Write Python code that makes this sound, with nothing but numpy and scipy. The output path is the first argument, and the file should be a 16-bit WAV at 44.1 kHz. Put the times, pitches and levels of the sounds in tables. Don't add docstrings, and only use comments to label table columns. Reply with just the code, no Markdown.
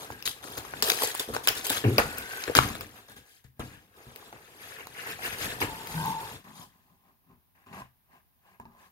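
import sys
import numpy as np
from scipy import signal
from scipy.fft import rfft, irfft
from scipy.io import wavfile

SR = 44100
rng = np.random.default_rng(int(sys.argv[2]) if len(sys.argv) > 2 else 0)


def bounce(signal):
    frames = np.transpose(np.atleast_2d(signal))
    limited = np.clip(frames, -1, 1)
    pcm = np.round(limited * 32767).astype(np.int16)
    wavfile.write(sys.argv[1], SR, pcm)


N = 392931


# (full from t/s, hold t/s, fibre level/dB, paper level/dB, board level/dB, desk level/dB)
TUGS = [(0.0, 0.031, -46.5, -56, -43, -58), (0.102, 0.019, -56.5, -55, -47, -44),
        (0.255, 0.0097, -30.5, -45, -43, -42), (0.425, 0.16, -50.5, -61.5, -45.5, -52),
        (0.571, 0.0046, -42.5, -47, -35.5, -39.5), (0.646, 0.0044, -64, -64, -47, -68.5),
        (0.825, 0.068, -33, -46, -33, -58.5), (0.871, 0.23, -37.5, -43, -39.5, -84),
        (1.013, 0.026, -33.5, -36, -34.5, -47), (1.143, 0.058, -44.5, -44, -47.5, -73),
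        (1.196, 0.0025, -34, -41, -34.5, -53), (1.283, 0.051, -50.5, -60, -43, -42),
        (1.337, 0.023, -42, -45, -32.5, -42.5), (1.435, 0.018, -43, -54, -48, -49),
        (1.472, 0.015, -52, -29, -30.5, -43), (1.552, 0.031, -40, -42, -42.5, -43.5),
        (1.642, 0.044, -38, -43, -43.5, -62), (1.695, 0.026, -32, -34, -36, -44),
        (1.748, 0.024, -36.5, -41, -35, -42), (1.84, 0.008, -61, -33.5, -30.5, -42),
        (1.983, 0.0016, -31, -24.5, -17, -28.5), (2.171, 0.048, -50, -48, -48, -45.5),
        (2.292, 0.16, -49, -47, -55, -79), (2.475, 0.0055, -49.5, -38.5, -36, -37),
        (2.552, 0.01, -24, -23, -23, -25.5), (2.809, 0.0063, -50, -46, -41.5, -65.0),
        (3.082, 0.041, -59, -61, -56, -53.5), (3.162, 0.016, -56, -57.5, -56.5, -54),
        (3.441, 0.0027, -64.5, -64, -64, -61), (3.596, 0.0079, -50, -46, -37.5, -32.5),
        (4.153, 0.14, -61, -60.5, -55, -66), (4.326, 0.035, -69, -57, -50, -54.5),
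        (5.604, 0.01, -37, -40, -35, -44), (5.615, 0.01, -40.5, -30, -29, -31),
        (6.442, 0.073, -64, -61.5, -54.5, -52.5), (7.55, 0.091, -81, -71, -69.5, -75.5),
        (7.662, 0.082, -72, -63, -56.5, -50), (7.727, 0.079, -60, -53, -47, -50),
        (8.599, 0.0024, -75, -72, -52.5, -47.5), (8.655, 0.008, -86, -74, -57.5, -53)]
STROKES = [(2.96, 0.028, -58.5, -59, -54, -59), (3.28, 0.096, -64, -69, -82, -80.5),
           (3.742, 0.0034, -63.5, -54.5, -71, -53), (3.975, 0.16, -63, -62.5, -54.5, -86),
           (4.626, 0.12, -53.5, -51.5, -53.5, -91), (4.8, 0.0046, -56.5, -44.5, -47, -74),
           (4.985, 0.041, -50.5, -42.5, -48, -58), (5.07, 0.016, -50, -43, -43, -55),
           (5.105, 0.01, -44.5, -38.5, -48, -50), (5.257, 0.0074, -39, -34, -40.5, -45),
           (5.324, 0.011, -44.5, -41, -45, -42.5), (5.415, 0.04, -39, -38, -38, -39.5),
           (5.505, 0.023, -46, -41.5, -42, -45), (5.913, 0.2, -46.5, -50.5, -59, -42),
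           (6.207, 0.15, -53, -53, -49.5, -48.5), (6.568, 0.061, -54.5, -63, -53, -51.5),
           (6.888, 0.043, -89, -92, -70, -64), (7.062, 0.046, -85.5, -78, -66, -68),
           (7.299, 0.03, -88.5, -77, -65, -54.5), (8.134, 0.033, -75.5, -67.5, -62, -66),
           (8.465, 0.081, -77.5, -69, -64.5, -85), (8.72, 0.067, -85, -80.5, -62.5, -76),
           (8.8, 0.06, -69.5, -66.5, -60.5, -71)]
# (t/s, paper level/dB, desk level/dB)
CONTACT = [(0.0, -55.5, -52.5), (0.4, -59.5, -61), (0.8, -50, -46), (1.3, -58, -64), (1.95, -46, -58),
           (2.02, -44.5, -36.5), (2.25, -50, -55), (2.55, -49.5, -57), (2.64, -39.5, -31), (2.9, -61, -54),
           (3.3, -71.5, -87.5), (3.53, -94, -74), (3.65, -56, -47), (3.9, -74.5, -64), (4.45, -61, -63),
           (5.0, -58, -57.5), (5.7, -48.5, -44), (6.3, -52, -79), (6.45, -78.5, -70), (6.75, -75, -67.0),
           (7.2, -89, -81.5), (8.91, -88, -80)]
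TUG_RISE_DB_PER_S, TUG_FALL_DB_PER_S = 13998.5, 341.5
STROKE_RISE_DB_PER_S, STROKE_FALL_DB_PER_S = 276, 305
DESK_FALL_SHARE = 0.79
CONTACT_FIBRE_DB, CONTACT_BOARD_DB = -1.5, 3.5
TORN_S, EMPTIED_S = 2.9, 6.4

# (f/Hz, level/dB)
FIBRE_SPECTRUM = [(1470, -32), (2500, -7.5), (2810, -11), (3160, 2.5), (5050, -6.5), (7180, -7.5),
                  (12600, -5), (15300, -11), (16200, -22.5)]
# (f/Hz, level/dB)
PAPER_SPECTRUM = [(680, -17), (1150, -14.5), (1450, -1), (1740, 3.5), (2260, -3), (2900, -2.5), (3770, -38),
                  (6380, -120)]
# (f/Hz, level/dB)
FULL_BOARD_SPECTRUM = [(150, -31.5), (260, -9.5), (439, 1), (594, -9), (706, -1), (1350, -9.5),
                       (1760, -34.5), (2970, -120)]
EMPTY_BOARD_SPECTRUM = [(150, -30), (260, -22), (350, -1.5), (497, -6.5), (833, 3.5), (1220, -2),
                        (1350, -18), (1760, -34), (2970, -120)]
# (f/Hz, level/dB)
FULL_RUMBLE_SPECTRUM = [(18, -46), (30, -8.5), (64, -4), (124, 0.5), (166, -5.5), (310, -5), (400, -42),
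                        (680, -120)]
EMPTY_RUMBLE_SPECTRUM = [(18, -93), (30, -21), (46, -26), (183, -14), (268, -18), (310, -33), (400, -23.5),
                         (680, -120)]

# (t/s, crack level/dB, board pop level/dB, board pop f/Hz, bright edge level/dB)
SNAPS = [(0.103, -42, -24, 860, -58), (0.122, -34.5, -34, 385, -41), (0.225, -25, -49, 382, -33.5),
         (0.266, -25, -62, 993, -49), (0.276, -16.5, -34, 406, -20), (0.579, -20.5, -26, 840, -25),
         (0.737, -42.5, -18.5, 846, -50.5), (0.8243, -6.5, -29, 435, -11),
         (0.8295, -16.5, -39.5, 430, -46.5), (0.897, -20, -40, 500, -16), (0.9005, -5.5, -36.5, 537, -19),
         (0.9023, -14, -36, 500, -14), (0.9187, -10, -23.5, 460, -17.5), (0.9365, -28, -22, 1170, -27.5),
         (1.021, -18, -16, 1070, -23), (1.035, -14, -16.5, 490, -16), (1.0735, -27, -33, 420, -20),
         (1.1496, -21.5, -20.5, 1040, -22), (1.1755, -36, -50, 900, -30), (1.183, -30, -42, 900, -32.5),
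         (1.1996, -17, -35, 1050, -20), (1.2883, -40, -26, 456, -52), (1.3, -48, -22.5, 463, -52.5),
         (1.3476, -23.5, -26, 850, -29), (1.365, -26, -12, 880, -45.5), (1.4738, -9.5, -10, 1130, -9.5),
         (1.4833, -6, -29, 623, -32.5), (1.488, -5, -37, 496, -10.5), (1.668, -18.5, -40, 1100, -19),
         (1.701, -16, -24.5, 275, -14), (1.706, -28, -17, 855, -34.5), (1.84, -31, -16, 383, -36),
         (1.982, -7.5, -7, 573, -16), (2.1834, -42, -36, 474, -24.5), (2.4383, -23, -31.5, 1030, -43),
         (2.4787, -35.5, -18, 464, -48), (2.4976, -34, -14, 477, -56.5), (2.519, -60.5, -29.5, 480, -71.5),
         (2.5515, -9.5, -1.5, 1470, -17.5), (2.569, -10, -18, 380, -23), (2.5881, -13, 5.5, 1280, -29),
         (2.753, -30.5, -25, 705, -34), (2.809, -27, -24, 1180, -29.5), (3.086, -46, -49, 596, -53),
         (3.097, -44, -49, 780, -45), (3.118, -46, -42, 900, -43), (3.5944, -46, -29, 724, -41),
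         (4.1604, -30.5, -37, 460, -34), (4.327, -41.5, -30.5, 790, -50), (4.8702, -28, -29.5, 940, -34),
         (5.191, -49, -28.5, 750, -61), (5.385, -31, -59, 580, -35), (5.615, -21.5, -17, 930, -32),
         (5.872, -28, -51, 930, -30), (6.059, -32, -46, 930, -29.5), (6.212, -38, -40, 400, -42),
         (7.8188, -56.5, -38, 996, -62.5), (8.599, -55.5, -33.5, 960, -50), (8.654, -55, -39.5, 926, -64)]
SNAP_T60_S, SHIVER_T60_S, SHIVER_DB = 0.0064, 0.072, -21
POP_T60_S, POP_SHORTENS = 0.034, 1.8
POP_OVERTONE, POP_OVERTONE_DB = 1.73, -9
SMALL_WALL_HZ = 560
EMPTY_POPS_LAST = 2.8

# (t/s, slip rate f/Hz, level/dB)
GROAN = [(1.836, 128, -36.5), (1.852, 108, -17), (1.891, 130, -18.5), (1.936, 110, -21), (1.981, 110, -25)]
# (f/Hz, width f/Hz, level/dB)
GROAN_BODY = [(118.4, 9, 0), (330, 90, -5), (231, 50, -8)]
SLIP_JITTER, SLIP_SPREAD_DB = 0.16, 3.5
GROAN_RUB = 0.03

# (f/Hz, width f/Hz, level/dB)
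WALL_RING = [(498, 83, 0)]
EMPTY_RING = [(189, 8.1, -0.5), (820, 83, 0), (1027, 50, 7)]
WALL_RING_DB, EMPTY_RING_DB = -8.5, 0.5
# (t/s, pitch f/Hz, level over the paper level/dB)
FLAP = [(0.0, 1554, -7), (0.16, 1630, 7), (0.27, 1630, -3), (1.9, 1500, -10), (2.05, 1460, 3.5),
        (2.35, 1553, 3), (2.55, 1500, -13), (3.2, 1654, -0.5), (4.9, 1564, -17), (5.85, 1455, -23),
        (6.0, 1554, 7.5), (6.15, 1570, -10.5), (8.91, 1644, 0)]
# (multiple of the flap's pitch, bandwidth setting f/Hz, level/dB)
FLAP_RING = [(1, 59.06, 2), (1.28, 68.9, -8)]

# (t/s, hollow hum level/dB, low drone level/dB)
SLIDE = [(5.63, -38, -44), (5.76, -44, -52.5), (5.88, -47, -53), (5.975, -34, -33.5), (6.034, -31.5, -31),
         (6.056, -24, -36), (6.108, -28, -33.5), (6.182, -34.5, -52), (6.37, -49, -57)]
# (f/Hz, width f/Hz, level/dB)
HOLLOW = [(893, 18, 0), (945, 22, -5), (1020, 70, -13)]
# (f/Hz, width f/Hz, level/dB)
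DRONE = [(159, 12, 0)]

# (t/s, strength level/dB, extra level of upper modes/dB)
KNOCKS = [(0.567, -45, 0), (0.826, -36, 6), (1.278, -41, 13), (2.583, -11.5, -7.5), (3.448, -36, -19),
          (3.594, -25.5, -1), (4.068, -35, -2), (5.619, -42, -4), (7.817, -39, -11.5), (8.597, -44.5, 4),
          (8.653, -48, 7.5)]
# (f/Hz, level/dB, time to fade by 60 dB t/s)
DESK = [(74.5, -7, 0.34), (112, -7.5, 0.21), (128.5, 0, 0.3), (234, -2, 0.34), (359, 0.5, 0.05)]

# (f/Hz, level/dB)
WALLS_SPECTRUM = [(60, -19), (300, -14.5), (550, -13.5), (1100, -5), (5000, -0.5), (16000, -3)]
EARLY_T60_S, EARLY_DB = 0.0035, 3.5
ROOM_T60_S, ROOM_DB = 0.28, -5
HAND_MOVE_S, FIRST_ECHO_S = .005, .0003

# (f/Hz, level/dB)
LEFT_GAIN = [(60, 2.2), (500, 1.6), (2000, 2.8), (8000, 5), (15000, 3.3)]
LEFT_LEAD_S = 0.00018
# (f/Hz, level/dB)
HISS_SPECTRUM = [(24, -28.5), (40, -1.5), (81, 5.5), (200, -8.5), (506, -16.5), (1020, -12), (1250, -18.5),
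                 (5500, -24.5), (7620, -32.5), (9800, -20.5), (12000, -14.5), (15000, -12.5), (16200, -9)]
HISS_DB = -66
MIC_LOW_CUT_HZ, CUTOFF_HZ = 40, 16450


def effort():
    tugs = moves(TUGS, TUG_RISE_DB_PER_S, TUG_FALL_DB_PER_S)
    strokes = moves(STROKES, STROKE_RISE_DB_PER_S, STROKE_FALL_DB_PER_S)
    paper_db, desk_db = in_time(CONTACT)
    steady = [paper_db + CONTACT_FIBRE_DB, paper_db, paper_db + CONTACT_BOARD_DB, desk_db]
    ms = np.arange(N) / SR * 1000
    levels = []
    for power, steady_db in zip(tugs + strokes, steady):
        total = np.interp(ms, np.arange(len(power)), power) + from_db(2 * steady_db)
        levels.append(10 * np.log10(total))
    return levels


def moves(table, rise_db_per_s, fall_db_per_s):
    t, rows = np.arange(0, N / SR + .002, .001), np.array(table)
    start, hold = rows[:, :1], np.abs(rows[:, 1:2])
    early = rise_db_per_s * np.maximum(start - t, 0)
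    late = fall_db_per_s * np.maximum(t - start - hold, 0)
    power = from_db(2 * rows[:, 2:]).T
    upper = power[:3] @ from_db(-2 * (early + late))
    desk = power[3:] @ from_db(-2 * (early + DESK_FALL_SHARE * late))
    return np.vstack([upper, desk])


def handling(levels):
    fibre_db, paper_db, board_db, desk_db = levels
    torn, empty = (np.arange(N) > s * SR for s in (TORN_S, EMPTIED_S))
    jerks = drift(96) * np.where(torn, .1, .7)
    rub = np.where(torn, 7, .9)
    fibres = from_db(fibre_db + 2.3 * jerks) * grains(per_s=1200.0, spread_db=1.5, rub=rub)
    paper = from_db(paper_db + 1.5 * jerks) * grains(per_s=1600.0, spread_db=1.5, rub=rub)
    creases = from_db(board_db + 2 * jerks) * grains(per_s=1300.0, spread_db=2.0, rub=rub)
    pushes = from_db(desk_db) * grains(per_s=710.0, spread_db=-5.0, rub=1.0)
    board = colour(creases * ~empty, FULL_BOARD_SPECTRUM) + colour(creases * empty, EMPTY_BOARD_SPECTRUM)
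    rumble = colour(pushes * ~empty, FULL_RUMBLE_SPECTRUM) + colour(pushes * empty, EMPTY_RUMBLE_SPECTRUM)
    return colour(fibres, FIBRE_SPECTRUM) + colour(paper, PAPER_SPECTRUM) + board + rumble


def grains(per_s, spread_db, rub):
    born = rng.random(N) < per_s / SR
    sizes = from_db(spread_db * np.minimum(rng.exponential(1, N), 4)) * rng.choice([-1, 1], N)
    clicks = rms_one(born * sizes)
    return (clicks + rub * rng.standard_normal(N)) / np.sqrt(1 + rub ** 2)


def snaps():
    t = np.arange(SR // 4) / SR
    crack, edge, pops = np.zeros((3, N + len(t)))
    fade = from_db(-60 * t / SNAP_T60_S) + from_db(SHIVER_DB - 60 * t / SHIVER_T60_S)
    for s, crack_db, pop_db, pop_hz, edge_db in SNAPS:
        now = slice(round(s * SR), round(s * SR) + len(t))
        burst = rng.standard_normal(len(t)) * fade
        burst[0] = 4.5
        crack[now] += from_db(crack_db) * burst
        edge[now] += from_db(edge_db) * burst
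        t60 = POP_T60_S * (500 / pop_hz) ** POP_SHORTENS
        if s > EMPTIED_S:
            t60 *= EMPTY_POPS_LAST
        click = 1. * (t == 0)
        pops[now] += from_db(pop_db) * ring(click, pop_hz, t60)
        if pop_hz > SMALL_WALL_HZ:
            pops[now] += from_db(pop_db + POP_OVERTONE_DB) * ring(click, pop_hz * POP_OVERTONE, t60)
    middle = band(crack + 1e-18, 2, (1200, 6000), "band")
    top = band(edge + 1e-18, 2, 5200, "high")
    soft = band(pops + 1e-18, 2, (250, 2200), "band")
    return (middle + top + soft)[:N]


def groan():
    s, per_s, level_db = np.transpose(GROAN)
    t = np.arange(N) / SR
    pace = np.interp(t, s, per_s) * (1 + SLIP_JITTER * drift(45))
    slips = np.diff(np.floor(np.cumsum(pace) / SR), prepend=0)
    push = slips * from_db(SLIP_SPREAD_DB * drift(55.4)) + GROAN_RUB * rng.standard_normal(N)
    soft = band(resonances(push, GROAN_BODY), 4, (70, 430), "band")
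    return from_db(np.interp(t, s, level_db, left=-200, right=-200)) * rms_one(soft)


def ringing(levels):
    fibre_db, paper_db, board_db, desk_db = levels
    rub = grains(per_s=560.0, spread_db=5.0, rub=1.0)
    full = from_db(WALL_RING_DB) * resonances(rub, WALL_RING)
    emptied = from_db(EMPTY_RING_DB) * resonances(rub, EMPTY_RING)
    walls = np.where(np.arange(N) > EMPTIED_S * SR, emptied, full)
    return from_db(board_db) * walls + flap(paper_db)


def flap(paper_db):
    pitch_hz, over_db = in_time(FLAP)
    out = 0
    for multiple, width_hz, level_db in FLAP_RING:
        turn = 2 * np.pi * multiple * np.cumsum(pitch_hz) / SR
        mode = drift(width_hz) * np.cos(turn) + drift(width_hz) * np.sin(turn)
        out = out + from_db(level_db) * mode
    return from_db(paper_db + over_db) * out


def slide():
    hum_db, drone_db = in_time(SLIDE)
    rub = rng.standard_normal(N)
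    hum = band(resonances(rub, HOLLOW), 2, (780, 1100), "band")
    drone = resonances(rub, DRONE)
    return from_db(hum_db) * hum + from_db(drone_db) * drone


def knocks():
    s, strength_db, upper_db = np.transpose(KNOCKS)
    out, chance = np.zeros(N), rng.normal(0, 1, (len(s), len(DESK)))
    for k, (hz, level_db, t60) in enumerate(DESK):
        blow_db = strength_db + level_db - 7.5 + 0.5 * chance[:, k]
        if k > 2:
            blow_db = blow_db + upper_db
        blows = np.full(N, 1e-18)
        blows[np.round(s * SR).astype(int)] = from_db(blow_db)
        out += ring(blows, hz, t60)
    return band(out, 2, 450, "low")


def reflections(x):
    x = colour(x, WALLS_SPECTRUM)
    answers = room_tail(EARLY_T60_S, EARLY_DB, count=8) + room_tail(ROOM_T60_S, ROOM_DB, count=8)
    steps = np.arange(0, N / SR + HAND_MOVE_S, HAND_MOVE_S)
    spot = rng.integers(0, len(answers), len(steps))
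    out = 0
    for k, echoes in enumerate(answers):
        share = np.sqrt(np.interp(np.arange(N) / SR, steps, spot == k))
        out = out + signal.fftconvolve((share * x)[None], echoes, axes=1)[:, :N]
    return out


def room_tail(t60, level_db, count):
    tail = rng.standard_normal((count, 2, SR // 3)) * from_db(-60 * np.arange(SR // 3) / SR / t60)
    tail[:, :, :round(FIRST_ECHO_S * SR)] = 0
    return from_db(level_db) * tail / np.linalg.norm(tail, axis=2, keepdims=True)


def hiss():
    return from_db(HISS_DB) * np.array([colour(rng.standard_normal(N), HISS_SPECTRUM) for port in range(2)])


def from_db(db):
    return 10 ** (np.asarray(db) / 20)


def rms_one(x):
    return x / np.sqrt(np.mean(x ** 2) + 1e-20)


def in_time(rows):
    s, *columns = np.transpose(rows)
    return [np.interp(np.arange(N) / SR, s, c, left=-200, right=-200) for c in columns]


def band(x, order, hz, kind):
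    return signal.sosfilt(signal.butter(order, hz, kind, fs=SR, output="sos"), x)


def colour(x, spectrum):
    hz, db = np.transpose(spectrum)
    grid = np.maximum(np.arange(2049) * SR / 4096, 1)
    log_gain = np.interp(np.log(grid), np.log(hz), db) * np.log(10) / 20
    cepstrum = irfft(log_gain)
    cepstrum[1:2048] *= 2
    cepstrum[2049:] = 0
    taps = irfft(np.exp(rfft(cepstrum)))
    return signal.fftconvolve(x, taps / np.linalg.norm(taps))[:len(x)]


def drift(rate):
    r = np.exp(-2 * np.pi * rate / SR)
    noise = rng.standard_normal(N + SR)
    return rms_one(signal.lfilter([1], [1, -2 * r, r * r], noise)[SR:])


def resonances(x, table):
    out = 0
    for hz, width, level_db in table:
        r = np.exp(-np.pi * width / SR)
        feedback = [1, -2 * r * np.cos(2 * np.pi * hz / SR), r * r]
        out = out + from_db(level_db) * rms_one(signal.lfilter([1, 0, -1], feedback, x))
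    return rms_one(out)


def ring(clicks, hz, t60):
    r, w = from_db(-60 / (t60 * SR)), 2 * np.pi * hz / SR
    return signal.lfilter([0, np.sin(w)], [1, -2 * r * np.cos(w), r * r], clicks)


def scene():
    levels = effort()
    moving = handling(levels) + snaps() + knocks()
    box = moving + groan() + slide() + ringing(levels)
    late = np.interp(np.arange(N) - LEFT_LEAD_S * SR, np.arange(N), box)
    left, right = np.array([box, late]) + reflections(moving)
    hz, gain_db = np.transpose(LEFT_GAIN)
    boost_db = np.interp(np.log(np.arange(1, SR / 2)), np.log(hz), gain_db).mean()
    louder_left = from_db(boost_db) * colour(left, LEFT_GAIN)
    return from_db(-4.5) * np.array([louder_left, right]) + hiss()


def record(dry):
    thin = band(dry, 3, MIC_LOW_CUT_HZ, "high")
    clipped = np.clip(thin, -.95, .95)
    return signal.sosfilt(signal.cheby2(14, 60, CUTOFF_HZ, fs=SR, output="sos"), clipped)


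dry = scene()
out = record(dry)
bounce(out)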